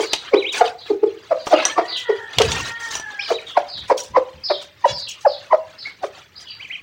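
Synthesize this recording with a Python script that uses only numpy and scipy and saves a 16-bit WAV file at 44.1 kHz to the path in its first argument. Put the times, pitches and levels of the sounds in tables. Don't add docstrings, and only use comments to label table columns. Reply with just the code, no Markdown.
import sys
import numpy as np
from scipy import signal
from scipy.fft import rfft, irfft
from scipy.io import wavfile

SR = 44100
rng = np.random.default_rng(int(sys.argv[2]) if len(sys.argv) > 2 else 0)


def transcribe(signal):
    frames = np.atleast_2d(signal).T
    limited = np.clip(frames, -1, 1)
    pcm = np.round(limited * 32767).astype(np.int16)
    wavfile.write(sys.argv[1], SR, pcm)


N = 300762
TIME = np.arange(N) / SR


def from_db(db):
    return 10 ** (np.asarray(db) / 20)


def rms_one(x):
    return x / np.sqrt(np.mean(x ** 2) + 1e-20)


def in_time(rows):
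    s, *columns = np.transpose(rows)
    return [np.interp(TIME, s, c) for c in columns]


def gain_at(points, hz):
    f, db = np.transpose(points)
    return from_db(np.interp(np.log(hz + 1), np.log(f), db))


def colour(x, spectrum):
    hz = np.arange(len(x) // 2 + 1) * SR / len(x) + 1
    low_skirt = np.minimum(1, hz / spectrum[0][0]) ** 2
    high_skirt = np.minimum(1, spectrum[-1][0] / hz) ** 2
    return rms_one(irfft(rfft(x) * gain_at(spectrum, hz) * low_skirt * high_skirt, len(x)))


def drift(rate, size):
    at = np.arange(size) * rate / SR
    count = int(at[-1]) + 2
    return np.interp(at, np.arange(count), rng.standard_normal(count))


def add(out, s, x):
    i = round(s * SR)
    x, i = x[max(-i, 0):], max(i, 0)
    out[i:i + len(x)] += x[:max(N - i, 0)]


def phase_of(hz):
    return 2 * np.pi * np.cumsum(hz) / SR


def reedy(hz, throat, count):
    phase = phase_of(hz)
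    return rms_one(sum(gain_at(throat, k * hz) * np.sin(k * phase) for k in range(1, count + 1)))


def stroke(s, length, attack_s, fall_db_per_s):
    rise = np.clip(1 + (TIME - s) / attack_s, 0, 1) ** 2
    return rise * from_db(-np.clip(fall_db_per_s * (TIME - s - length), 0, 200))


def grains(low_hz, high_hz, per_s, ring_s, spread_db, count):
    out, r = np.zeros(N), from_db(-60 / (ring_s * SR))
    born = rng.random(N) < per_s * from_db(4 * drift(70, N)) / SR
    sizes = from_db(spread_db * np.minimum(rng.exponential(1, N), 3))
    clicks = born * sizes * rng.choice([-1, 1], N)
    dealt = rng.integers(0, count, N)
    for k, hz in enumerate(np.geomspace(low_hz, high_hz, count)):
        w = 2 * np.pi * hz / SR
        resonator = [1, -2 * r * np.cos(w), r * r]
        out += signal.lfilter([1, 0, -1], resonator, clicks * (dealt == k) + 1e-18)
    return rms_one(out)


def outdoor_air(level_db=-56.5):
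    # frequency in Hz, gain in dB.
    air_spectrum = [(40, -18), (90, 14.5), (200, 4), (450, 3), (900, -24.5), (1800, 4.5), (4000, -12),
                    (6800, -20.5), (11000, -28), (15000, -14.5)]
    return from_db(level_db) * colour(rng.standard_normal(N), air_spectrum)


def handling(level_db=-3.5, attack_s=0.018, fall_db_per_s=202.5, grip_db=-59.5):
    # time of full force in seconds, hold in seconds,
    # rumble in dB before the overall level.
    bumps = [(2.38, 0.17, -25.5), (2.6, 0.055, -37), (2.907, 0.055, -46), (3.76, .1, -45),
             (4.107, 0.028, -41.5), (4.35, 0.021, -40.5), (4.897, 0.028, -36)]
    # frequency in Hz, gain in dB.
    rumble = [(25, -15.5), (45, -15.5), (62, -7.5), (76, 1.5), (95, -7.5), (113, 0.5), (160, -6.5),
              (300, -17)]
    force = from_db(grip_db)
    for s, length, db in bumps:
        force = force + from_db(db) * stroke(s, length, attack_s, fall_db_per_s)
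    return from_db(level_db) * force * colour(rng.standard_normal(N), rumble)


def rustling(scuff_db=1, rattle_db=-1.5, rub_db=-5, attack_s=0.011, fall_db_per_s=338.5):
    # time in seconds, relative level in dB.
    stir = [(0, -43.5), (1.1, -51), (1.7, -44.5), (3.1, -45.5), (4.3, -51), (6.8, -52.5)]
    # time of full force in seconds,
    # hold in seconds, relative dull scuffing in dB, relative bright rattle in dB.
    scratches = [ (0, 0.039, -29, -31), (0.121, 0.0088, -37, -46), (0.237, 0.054, -38, -51),
                 (0.527, .012, -40, -31), (0.546, 0.039, -24.5, -28), (0.647, 0.036, -29.5, -40.5),
                 (0.863, 0.037, -40, -50), (1.462, 0.063, -41, -36.5), (1.513, .05, -30, -42.5),
                 (1.576, 0.056, -23.5, -42.5), (1.657, 0.056, -27, -39.5), (1.973, 0.021, -44, -33),
                 (2.332, 0.058, -38, -44), (2.394, .21, -26.5, -32), (2.615, 0.083, -31.5, -35.5),
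                 (2.8, 0.092, -39, -37.5), (2.909, 0.062, -33, -30.5), (3.281, 0.042, -34, -38),
                 (3.468, .045, -42.5, -46), (3.571, 0.022, -33.5, -45), (3.777, 0.013, -43, -47.5),
                 (3.882, 0.014, -45, -40), (3.977, 0.013, -40.5, -24.5), (4.037, 0.0048, -53, -32.5),
                 (4.62, 0.005, -41, -39.5), (4.856, 0.058, -35.5, -43), (4.984, 0.0039, -43.5, -40),
                 (5.089, 0.0059, -51, -30), (5.212, 0.013, -51, -42), (6.029, 0.038, -44, -45),
                 (6.403, 0.012, -59, -43.5), (6.679, 0.012, -53, -51)]
    # frequency in Hz, gain in dB.
    scuff = [(250, -8.5), (350, -11.5), (700, -6), (1300, 0), (2200, 1), (3200, 3), (4800, -1.5),
             (6500, -39.5)]
    # frequency in Hz, gain in dB.
    rattle = [(2000, -28), (3200, -5.5), (4600, -6), (5800, 3.5), (7500, -3.5), (9500, -11), (13000, -30.5),
              (15500, -9.5)]
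    dull = from_db(in_time(stir)[0] + 3 * drift(16, N))
    bright = dull * from_db(-8.5)
    for s, length, dull_db, bright_db in scratches:
        push = stroke(s, length, attack_s, fall_db_per_s)
        dull = np.maximum(dull, from_db(dull_db) * push)
        bright = np.maximum(bright, from_db(bright_db) * push)
    rub = from_db(rub_db) * rng.standard_normal(N)
    litter = grains(280.4, 5500, per_s=3500, ring_s=0.061, spread_db=7.3, count=44) + rub
    seed = grains(2600, 15500, per_s=2400, ring_s=0.028, spread_db=4.8, count=48) + rub
    scuffing = from_db(scuff_db) * dull * colour(litter, scuff)
    rattling = from_db(rattle_db) * bright * colour(seed, rattle)
    return scuffing + rattling


def rooster():
    # time in seconds, pitch in Hz, relative level in dB,
    # hoarseness as a share of the pitch.
    crow = [(1.62, 413.3, -43.5, 0.011), (1.95, 506, -30.5, 0.015), (2.17, 475.4, -29, 0.044),
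            (2.3, 438.3, -39.5, 0.05), (2.37, 434.4, -55, 0.024), (2.55, 463.4, -32, 0.015),
            (2.8, 466.3, -34.5, 0.013), (3.23, 399.6, -41, 0.019), (3.3, 396, -66, 0.051)]
    # frequency in Hz, gain in dB.
    crow_throat = [(400, -25), (900, -1), (1180, -30.5), (1390, -1), (1500, -13.5), (1650, 12), (1950, 1),
                   (2300, -24.5), (2900, -22), (3300, -7.5), (4500, -80)]
    hz, level_db, hoarse = in_time(crow)
    sounding = (TIME > crow[0][0]) & (TIME < crow[-1][0])
    loudness = sounding * from_db(level_db + 4.2 * drift(25.07, N))
    return loudness * reedy(hz * (1 + hoarse * drift(350, N)), crow_throat, count=8)


def small_birds(trill=0.042, trill_rate=450, scoop=0.1, scoop_s=.012, low_voice=0.87, low_voice_db=-6):
    # start in seconds, length in seconds, pitch in Hz that the opening upward flick
    # aims for, end pitch in Hz, relative level in dB.
    slurs = [ (.005, 0.16, 4870, 3690, -34), (0.084, 0.1, 5170, 3630, -31), (0.777, 0.075, 5020, 3630, -39),
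             (1.385, 0.058, 5080, 4220, -38.5), (1.538, 0.055, 3195, 2430, -26),
             (1.871, 0.13, 5210, 2596, -26.5), (3.184, 0.13, 5520, 4210, -32),
             (3.459, 0.068, 4120, 2946, -34), (3.675, 0.13, 5335, 3433, -31.5),
             (4.434, 0.048, 5560, 4800, -22), (4.475, 0.098, 4694, 3415, -28.5),
             (4.901, 0.17, 5590, 3830, -30), (5.066, 0.05, 3520, 2704, -32.5),
             (5.261, 0.11, 5420, 3630, -32), (5.777, 0.077, 5480, 3810, -34),
             (6.353, 0.039, 4880, 4890, -35), (6.448, 0.088, 3760, 2534, -39.5),
             (6.476, 0.061, 4740, 4530, -38.5)]
    out = np.zeros(N)
    for s, length, aim_hz, end_hz, level_db in slurs:
        size = int(length * SR)
        flick = 1 - scoop * np.exp(-np.arange(size) / SR / scoop_s)
        hz = np.linspace(aim_hz, end_hz, size) * flick
        for ratio, side_db in [(1, 0), (low_voice, low_voice_db)]:
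            voice = np.sin(phase_of(ratio * hz * (1 + trill * drift(trill_rate, size))))
            loudness = from_db(level_db + side_db + 3.9 * drift(150, size))
            add(out, s, loudness * signal.windows.tukey(size, .4) * voice)
    return out


def finch(arch=0.058):
    # start in seconds, length in seconds, top pitch in Hz, relative level in dB.
    notes = [(4.871, 0.058, 573, -26.5)]
    # frequency in Hz, gain in dB.
    finch_throat = [(500, -52), (1700, -4.5), (2400, -3.5), (3600, 8), (4600, -1.5), (7000, -4.5),
                    (9000, -58)]
    out = np.zeros(N)
    for s, length, hz, level_db in notes:
        bow = np.sin(np.linspace(0, np.pi, int(length * SR)))
        note = reedy(hz * (1 + arch * (bow - 1)), finch_throat, count=14)
        add(out, s, from_db(level_db) * bow * note)
    return out


def ducklings(waver=0.016, flutter_db=4, sag_db=5.5, octave_db=-30):
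    # time of the top in seconds, length in seconds, lowest pitch in Hz,
    # top pitch in Hz, relative level in dB.
    whistles = [ (0.384, 0.11, 2147, 3990, -31.5), (0.497, 0.12, 2114, 3830, -28.5),
                (3.231, 0.084, 2200, 3710, -37.5), (3.353, .110, 1935, 3900, -38),
                (5.873, 0.078, 1776, 2253, -36.5), (6.631, 0.082, 1920, 3070, -37.5),
                (6.736, 0.08, 1900, 3186, -35)]
    # frequency in Hz, gain in dB.
    peep_throat = [(1700, -37), (2100, 3), (2450, 10.5), (2750, -2), (3100, 7), (3500, 1.5), (3900, 11),
                   (4600, -20)]
    out = np.zeros(N)
    for s, length, foot_hz, top_hz, level_db in whistles:
        u = np.linspace(-1, 1, int(length * SR))
        hz = foot_hz + (top_hz - foot_hz) * np.cos(np.pi * u / 2) ** 2
        hz = hz * (1 + waver * drift(400, len(u)))
        loudness = from_db(level_db - sag_db * u + flutter_db * drift(120, len(u)))
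        loudness = loudness * signal.windows.tukey(len(u), .14)
        phase = phase_of(hz)
        tone = gain_at(peep_throat, hz) * np.sin(phase) + from_db(octave_db) * np.sin(2 * phase)
        add(out, s - length / 2, loudness * tone)
    return out


def knocks(crack_s=0.0053, thud_s=0.0064, body_db=-4, wire_db=-9):
    # start in seconds, overall level in dB, then the relative
    # levels in dB of the crack, the wire ring and the wooden thud.
    hits = [(0.1331, 0.5, -2.5, -5, -16), (1.4693, -9, -17, -30, 0), (1.6527, 7.5, -23, 1, -19.5),
            (2.385, -1.5, 0, -55, -24), (2.4182, -0.5, -3.5, -28, -36), (2.5177, -3, -6.5, -0.5, -24),
            (2.9533, -6.5, -15, 2, -16), (2.976, -20, -16, -2, -25), (2.998, -7.5, -19, -3.5, -19)]
    # frequency in Hz, gain in dB.
    frame = [(300, -17.5), (800, 4.5), (1300, -14), (2200, -2.5), (3100, 8), (4500, -4.5), (6000, -5),
             (9500, -22), (13000, -39), (16000, -43)]
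    # frequency in Hz, gain in dB.
    board = [(200, -39.5), (380, 2.5), (620, 1), (900, 6.5), (1800, -13.5), (3000, -16)]
    # frequency in Hz, relative level in dB,
    # time to fade by 60 dB in seconds.
    wires = [(3570, -23, .07), (4700, -6.5, 0.073), (5694, -18.5, 0.037), (5905, 22, 0.029),
             (6450, 6.5, 0.083), (7180, 1.5, .06), (8440, -3, 0.11), (9400, -12.5, .08)]
    out, t = np.zeros(N), np.arange(SR // 5) / SR
    for s, peak_db, crack_db, ring_db, thud_db in hits:
        crack = colour(rng.standard_normal(len(t)), frame) * np.exp(-t / crack_s)
        thud = colour(rng.standard_normal(len(t)), board) * np.exp(-t / thud_s)
        ring = np.zeros(len(t))
        for hz, db, t60 in wires:
            ring += from_db(db - 60 * t / t60 + rng.normal(0, 4)) * np.sin(2 * np.pi * hz * t)
        body = from_db(crack_db + body_db) * crack + from_db(thud_db + body_db) * thud
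        wire_ring = from_db(ring_db + wire_db) * ring / np.abs(ring).max()
        add(out, s, from_db(peak_db) * (body + wire_ring))
    return out


def hen(break_s=0.0027, second_db=-17, third_db=-34, jitter=0.051, attack_s=0.0028, release_s=0.005,
        lead_s=0.011, gulp_at_s=0.0086, gulp_s=0.0074, gulp_db=-7.5):
    # time of the pitch break in seconds, pitch before in Hz, pitch after in Hz,
    # level in dB, swell before the break in seconds, fade after it in seconds,
    # relative rasp in dB, relative lead-in in dB, gulp pitch in Hz.
    calls = [ (.001, 480, 437, -14.5, 0.0038, 0.013, -11, -14.5, 340),
             (0.338, 560, 394, -4.5, 0.0012, 0.011, -9.5, -21, 340),
             (0.612, 900, 701, -4, 0.0023, .012, -11.5, -19, 482),
             (0.904, 470, 396, -10.5, 0.0013, 0.017, -25.5, -29, 330),
             (1.034, 420.5, 436, -3, .001, 0.0072, -26, -35, 370),
             (1.321, 660, 595, -10.5, 0.01, 0.012, -14.5, -31, 517),
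             (1.534, 700, 625, -4.5, 0.006, 0.015, -12.5, -10.5, 325),
             (1.784, 1170, 649, -9.5, 0.0041, 0.017, -7.5, -12.5, 344),
             (2.098, 490, 421, -11, 0.005, 0.011, -14, -31, 404),
             (2.402, 620, 444, -10.5, 0.00068, 0.018, -6, -44, 405),
             (3.314, 680, 470, -12, 0.0095, 0.016, -12, -24, 406),
             (3.573, 1100, 700, -4, 0.0027, 0.0099, -14.5, -23.5, 593),
             (3.911, 1020, 520.4, -8, 0.011, .017, -10.5, -31.5, 445),
             (4.169, 1000, 513, -5.5, 0.0078, 0.018, -15.5, -12, 537),
             (4.505, 764, 583, -12.5, 0.004, 0.018, -6, -34.5, 377.6),
             (4.855, 960, 563, -2.5, 0.01, 0.0013, -23.5, -50.5, 552),
             (5.263, 850, 577, -6, 0.011, 0.014, -25.5, -40.5, 558),
             (5.532, 990, 611, -6, .007, 0.022, -20.5, -10.5, 548),
             (6.043, 763, 530, -15.5, 0.0087, 0.0062, -10.5, -19, 407)]
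    # time in seconds, gain in dB.
    outward_share = [(0, 3.5), (6.8, -6)]
    # (Hz, dB)
    throat = [(150, -31.5), (330, 3.0), (550, 9), (1200, 4), (1600, -8.5), (2200, -5), (3200, -22.5),
              (5000, -15), (8000, -42)]
    direct, outward = np.zeros(N), np.zeros(N)
    t = np.arange(-SR // 20, SR // 10) / SR
    for s, before_hz, after_hz, level_db, swell, fade, rasp_db, lead_db, gulp_hz in calls:
        hz = after_hz + (before_hz - after_hz) * (1 - np.tanh(t / break_s)) / 2
        phase = phase_of(hz * (1 + jitter * drift(461.7, len(t))))
        opening = (1 + np.tanh((t + swell) / attack_s)) / 2
        closing = (1 - np.tanh((t - fade) / release_s)) / 2
        lead = from_db(lead_db) * np.exp(-((t + swell + lead_s / 2) / lead_s) ** 2)
        tone = sum(from_db(db) * np.sin(k * phase) for k, db in enumerate([0, second_db, third_db], 1))
        rasp = colour(rng.standard_normal(len(t)) * (1 + .8 * np.sin(phase)), throat)
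        gulp_shape = np.exp(-((t - gulp_at_s) / gulp_s) ** 2)
        gulp = from_db(gulp_db) * gulp_shape * np.sin(2 * np.pi * gulp_hz * t)
        voice = (opening * closing + lead) * (tone + from_db(rasp_db) * rasp)
        cluck = from_db(level_db) * (voice + gulp)
        add(direct, s + t[0], cluck)
        add(outward, s + t[0], from_db(np.interp(s, *np.transpose(outward_share))) * cluck)
    return direct, outward


def pen(x, t60, top_hz):
    t = np.arange(SR) / SR
    tail = rng.standard_normal(SR) * from_db(-60 * t / t60) * (1 - np.exp(-(t / 0.0079) ** 2))
    dull = signal.sosfilt(signal.butter(1, top_hz, fs=SR, output="sos"), x + 1e-18)
    return signal.fftconvolve(dull, tail / np.linalg.norm(tail))[:N]


def hollow(x, t60=.36):
    # frequency in Hz, gain in dB.
    notes = [(406, -3), (450, -0.5), (516, 1.5), (580, 3.5), (640, 0), (760, -20), (976, -12.5)]
    out, r = np.zeros(N), from_db(-60 / (t60 * SR))
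    for hz, level_db in notes:
        w = 2 * np.pi * hz / SR
        unit_peak = (1 - r * r) / 2 * np.array([1, 0, -1])
        out += from_db(level_db) * signal.lfilter(unit_peak, [1, -2 * r * np.cos(w), r * r], x + 1e-18)
    return out


def scene(wall_s=0.04, wall_db=-11):
    # delay in seconds, gain in dB.
    board_echoes = [(0.0163, -14.5), (.029, -17.5)]
    clucks, outward = hen()
    peeps, chirps = ducklings(), small_birds()
    near = peeps + finch() + knocks()
    far_birds = chirps + rooster()
    boards = sum(from_db(db) * np.interp(TIME - delay, TIME, outward + near, left=0)
                 for delay, db in board_echoes)
    wall = from_db(wall_db) * np.interp(TIME - wall_s, TIME, peeps + chirps, left=0)
    cluck_tail = hollow(outward) + from_db(-9.5) * pen(outward, .36, 1100)
    near_tail = from_db(-13.5) * pen(near, 0.32, 8000)
    far = from_db(-1.5) * far_birds + from_db(-1) * pen(far_birds, 0.33, 6700)
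    voices = clucks + near + boards + wall + cluck_tail + near_tail + far
    return (voices + rustling() + handling() + outdoor_air())[None]


def record(dry, stop_hz=16800):
    return signal.sosfilt(signal.cheby2(14, 60, stop_hz, fs=SR, output="sos"), np.clip(dry, -1, 1))


dry = scene()
out = record(dry)
transcribe(out)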